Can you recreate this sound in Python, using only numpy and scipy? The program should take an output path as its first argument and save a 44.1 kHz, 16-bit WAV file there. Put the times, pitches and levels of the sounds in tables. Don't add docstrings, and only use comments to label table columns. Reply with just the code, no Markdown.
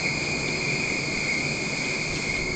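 import sys
import numpy as np
from scipy import signal
from scipy.fft import rfft, irfft
from scipy.io import wavfile
from scipy.ndimage import uniform_filter1d

SR = 44100
rng = np.random.default_rng(int(sys.argv[2]) if len(sys.argv) > 2 else 0)


def dump(signal):
    limited = np.clip(np.atleast_2d(signal).T, -1, 1)
    pcm = np.round(limited * 32767).astype(np.int16)
    wavfile.write(sys.argv[1], SR, pcm)


N = 112454
CARRIER_HZ = 2297.3


def motor_whine(motors=4, low_trim_db=-0.5, high_trim_db=-0.86):
    # (time [s], level before trim [dB])
    low_levels = [(0.02, -34.5), (0.08, -25.5), (0.11, -33), (0.43, -36), (0.46, -32), (0.49, -35),
                  (0.92, -31), (1.01, -36), (1.28, -30.5), (1.29, -27), (1.5, -37), (1.8, -34.5),
                  (1.82, -30.5), (2.12, -38), (2.34, -30.5), (2.52, -35)]
    # (time [s], level before trim [dB])
    high_levels = [(0.02, -35), (0.07, -28), (0.1, -36.5), (0.3, -30), (0.4, -34), (0.74, -28.5),
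                   (1.11, -34.5), (1.24, -31.5), (1.37, -35.5), (1.4, -31.5), (1.84, -34.5), (1.87, -32),
                   (2.46, -37), (2.52, -45)]
    # (multiple, mid-scene level [dB], slope [dB/s])
    overtones = [(2, -38.5, -1.15), (3, -44, -0.9)]
    t = np.arange(N) / SR
    phases = [inverter_phase() for _ in range(motors)]

    def harmonic(k):
        return unit(sum(scatter(np.sin(round(k) * phase)) for phase in phases))

    fundamental = harmonic(1)
    below_carrier = np.fft.rfftfreq(N, 1 / SR) < CARRIER_HZ
    low = irfft(rfft(fundamental) * below_carrier, N)
    whine = unit(low) * undb(low_trim_db + curve(low_levels))
    whine += unit(fundamental - low) * undb(high_trim_db + curve(high_levels))
    return whine + sum(harmonic(k) * undb(db + slope * (t - t.mean())) for k, db, slope in overtones)


def inverter_phase(spread_hz=203, hop_s=0.006, edge_bias=0.72):
    t = np.arange(N) / SR
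    draws = rng.uniform(-1, 1, N // 16)
    offsets = np.sign(draws) * np.abs(draws) ** edge_bias
    hop = (t / hop_s + rng.random()).astype(int)
    hz = CARRIER_HZ + spread_hz * offsets[hop % len(offsets)]
    return 2 * np.pi * np.cumsum(hz) / SR


def scatter(x, t60_s=0.31, tail_db=-1):
    t = np.arange(N) / SR
    tail = rng.standard_normal(N) * np.exp(-np.log(1000) * t / t60_s)
    tail /= np.linalg.norm(tail)
    return x + undb(tail_db) * irfft(rfft(x) * rfft(tail), N)


def overtone_edges():
    # (centre [Hz], width [Hz], level [dB])
    edge_bands = [(4284, 170, -45.5), (6410, 170, -53)]
    return sum(undb(db) * noise_band(hz, width_hz) for hz, width_hz, db in edge_bands)


def hum(upper_hz=150.8, lower_hz=134.5, lower_db=-4.5, drone_hz=371.4, wander_hz=2.5):
    # (time [s], level [dB])
    pair_levels = [(0, -43.5), (.1, -36), (.25, -40.5), (.6, -43), (.74, -35.5), (.92, -46.5), (1.05, -36),
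                   (1.17, -46), (1.37, -48), (1.46, -33), (1.6, -45), (1.78, -38), (1.88, -46.5),
                   (2.07, -39.5), (2.25, -41.5), (2.55, -45.5)]
    # (time [s], level [dB])
    drone_levels = [(0, -46), (.42, -57.5), (.51, -37.5), (.63, -47), (.72, -38.5), (.9, -43), (1.03, -52),
                    (1.48, -59), (1.63, -37), (1.74, -50.5), (1.95, -40), (2.1, -46), (2.35, -49),
                    (2.55, -37.5)]
    pair = unit(tone(upper_hz, wander_hz) + undb(lower_db) * tone(lower_hz, wander_hz))
    drone = tone(drone_hz, wander_hz)
    return pair * undb(curve(pair_levels)) + drone * undb(curve(drone_levels))


def thin_tones(flutter_db=3.5):
    # (frequency [Hz], level [dB], wander [Hz])
    tones = [(211, -49.5, 4), (648, -55.5, 3), (2159, -41, 4), (2222, -45, 9), (2294, -47.5, 3),
             (2460, -47, 9), (7703, -64, 12), (8310, -71, 10)]
    return sum(undb(db) * unit(tone(hz, wander_hz) * undb(flutter_db * walk(rate_hz=9)))
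               for hz, db, wander_hz in tones)


def high_ring(width_hz=81):
    # (peak time [s], level [dB], centre [Hz], half-length [s])
    rings = [(.035, -39, 4190, 0.089)]
    return sum(undb(db) * noise_band(hz, width_hz) * swell(at_s, half_s)
               for at_s, db, hz, half_s in rings)


def rumble(level_db=-33, slope_db_per_s=-1, swell_db=-0.14):
    # (frequency [Hz], relative density [dB])
    spectrum = [(20, -9), (60, -6), (100, -4), (140, 1), (280, 2), (450, -2), (700, -7.5), (1100, -11.5),
                (1900, -19), (3000, -40.5), (9000, -56.5)]
    t = np.arange(N) / SR
    trend_db = level_db + slope_db_per_s * (t - t.mean())
    return noise(spectrum) * undb(trend_db + swell_db * walk(rate_hz=6.7))


def hiss(flicker_db=0.5):
    # (frequency [Hz], relative density [dB])
    spectrum = [(500, -5), (1500, 1.5), (2900, -2.5), (3500, 3.5), (4500, -1.5), (5300, 3.5), (5800, 0),
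                (7300, 4), (7900, -4), (8500, -10), (9000, -26)]
    # (time [s], level [dB])
    levels = [(0, -41.5), (1, -40.5), (1.6, -40), (1.85, -38), (2.05, -40), (2.2, -38), (2.36, -39.5),
              (2.43, -44), (2.55, -45)]
    return noise(spectrum) * undb(curve(levels) + flicker_db * walk(rate_hz=40))


def scuffs():
    # (peak time [s], level [dB], centre [Hz], width [Hz], half-length [s])
    rubs = [(0.254, -41, 3660, 1200, 0.025), (0.484, -35, 3670, 1500, 0.0076), (.49, -46, 1650, 700, 0.015),
            (1.85, -39, 3540, 1010, 0.016), (2.162, -36.5, 4200, 3500, 0.016),
            (2.167, -39, 2590, 300, 0.021), (2.37, -41, 3500, 2000, .02)]
    return sum(undb(db) * noise_band(hz, width_hz) * swell(at_s, half_s)
               for at_s, db, hz, width_hz, half_s in rubs)


def wind():
    # (frequency [Hz], relative density [dB])
    spectrum = [(12, -4), (25, -1), (60, -2), (110, -4), (300, -47.5), (1000, -85)]
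    # (peak time [s], level [dB], half-length [s])
    gusts = [(1.157, -39, 0.067), (2.133, -34.5, 0.061), (2.31, -40, .05), (2.41, -34, .05),
             (2.514, -35.5, .08)]
    return noise(spectrum) * sum(undb(db) * swell(at_s, half_s) for at_s, db, half_s in gusts)


def undb(db):
    return 10 ** (np.asarray(db) / 20)


def unit(x):
    return x / np.sqrt(np.mean(x ** 2))


def curve(rows):
    return np.interp(np.arange(N) / SR, *np.array(rows).T)


def swell(at_s, half_s):
    return np.exp(-2 * ((np.arange(N) / SR - at_s) / half_s) ** 2)


def walk(rate_hz):
    hold = max(int(SR / rate_hz), 2)
    steps = np.repeat(rng.standard_normal(N // hold + 2), hold)
    return unit(uniform_filter1d(uniform_filter1d(steps, hold), hold)[:N])


def tone(hz, wander_hz):
    pitch_hz = hz + wander_hz * walk(rate_hz=14)
    return unit(np.sin(2 * np.pi * np.cumsum(pitch_hz) / SR))


def noise(spectrum):
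    hz, db = np.array(spectrum).T
    bins_hz = np.maximum(np.fft.rfftfreq(N, 1 / SR), 1)
    gain = undb(np.interp(np.log(bins_hz), np.log(hz), db))
    return unit(irfft(rfft(rng.standard_normal(N)) * gain, N))


def noise_band(hz, width_hz):
    detune = 2 * (np.fft.rfftfreq(N, 1 / SR) - hz) / width_hz
    return unit(irfft(rfft(rng.standard_normal(N)) / np.sqrt(1 + detune ** 4), N))


def scene():
    tonal = motor_whine() + overtone_edges() + hum() + thin_tones() + high_ring()
    return (tonal + rumble() + hiss() + scuffs() + wind())[None]


def record(dry):
    cutoff_hz = 8850
    lowpass = signal.ellip(10, 0.2, 80, cutoff_hz, fs=SR, output="sos")
    return signal.sosfilt(lowpass, dry)


dry = scene()
out = record(dry)
dump(out)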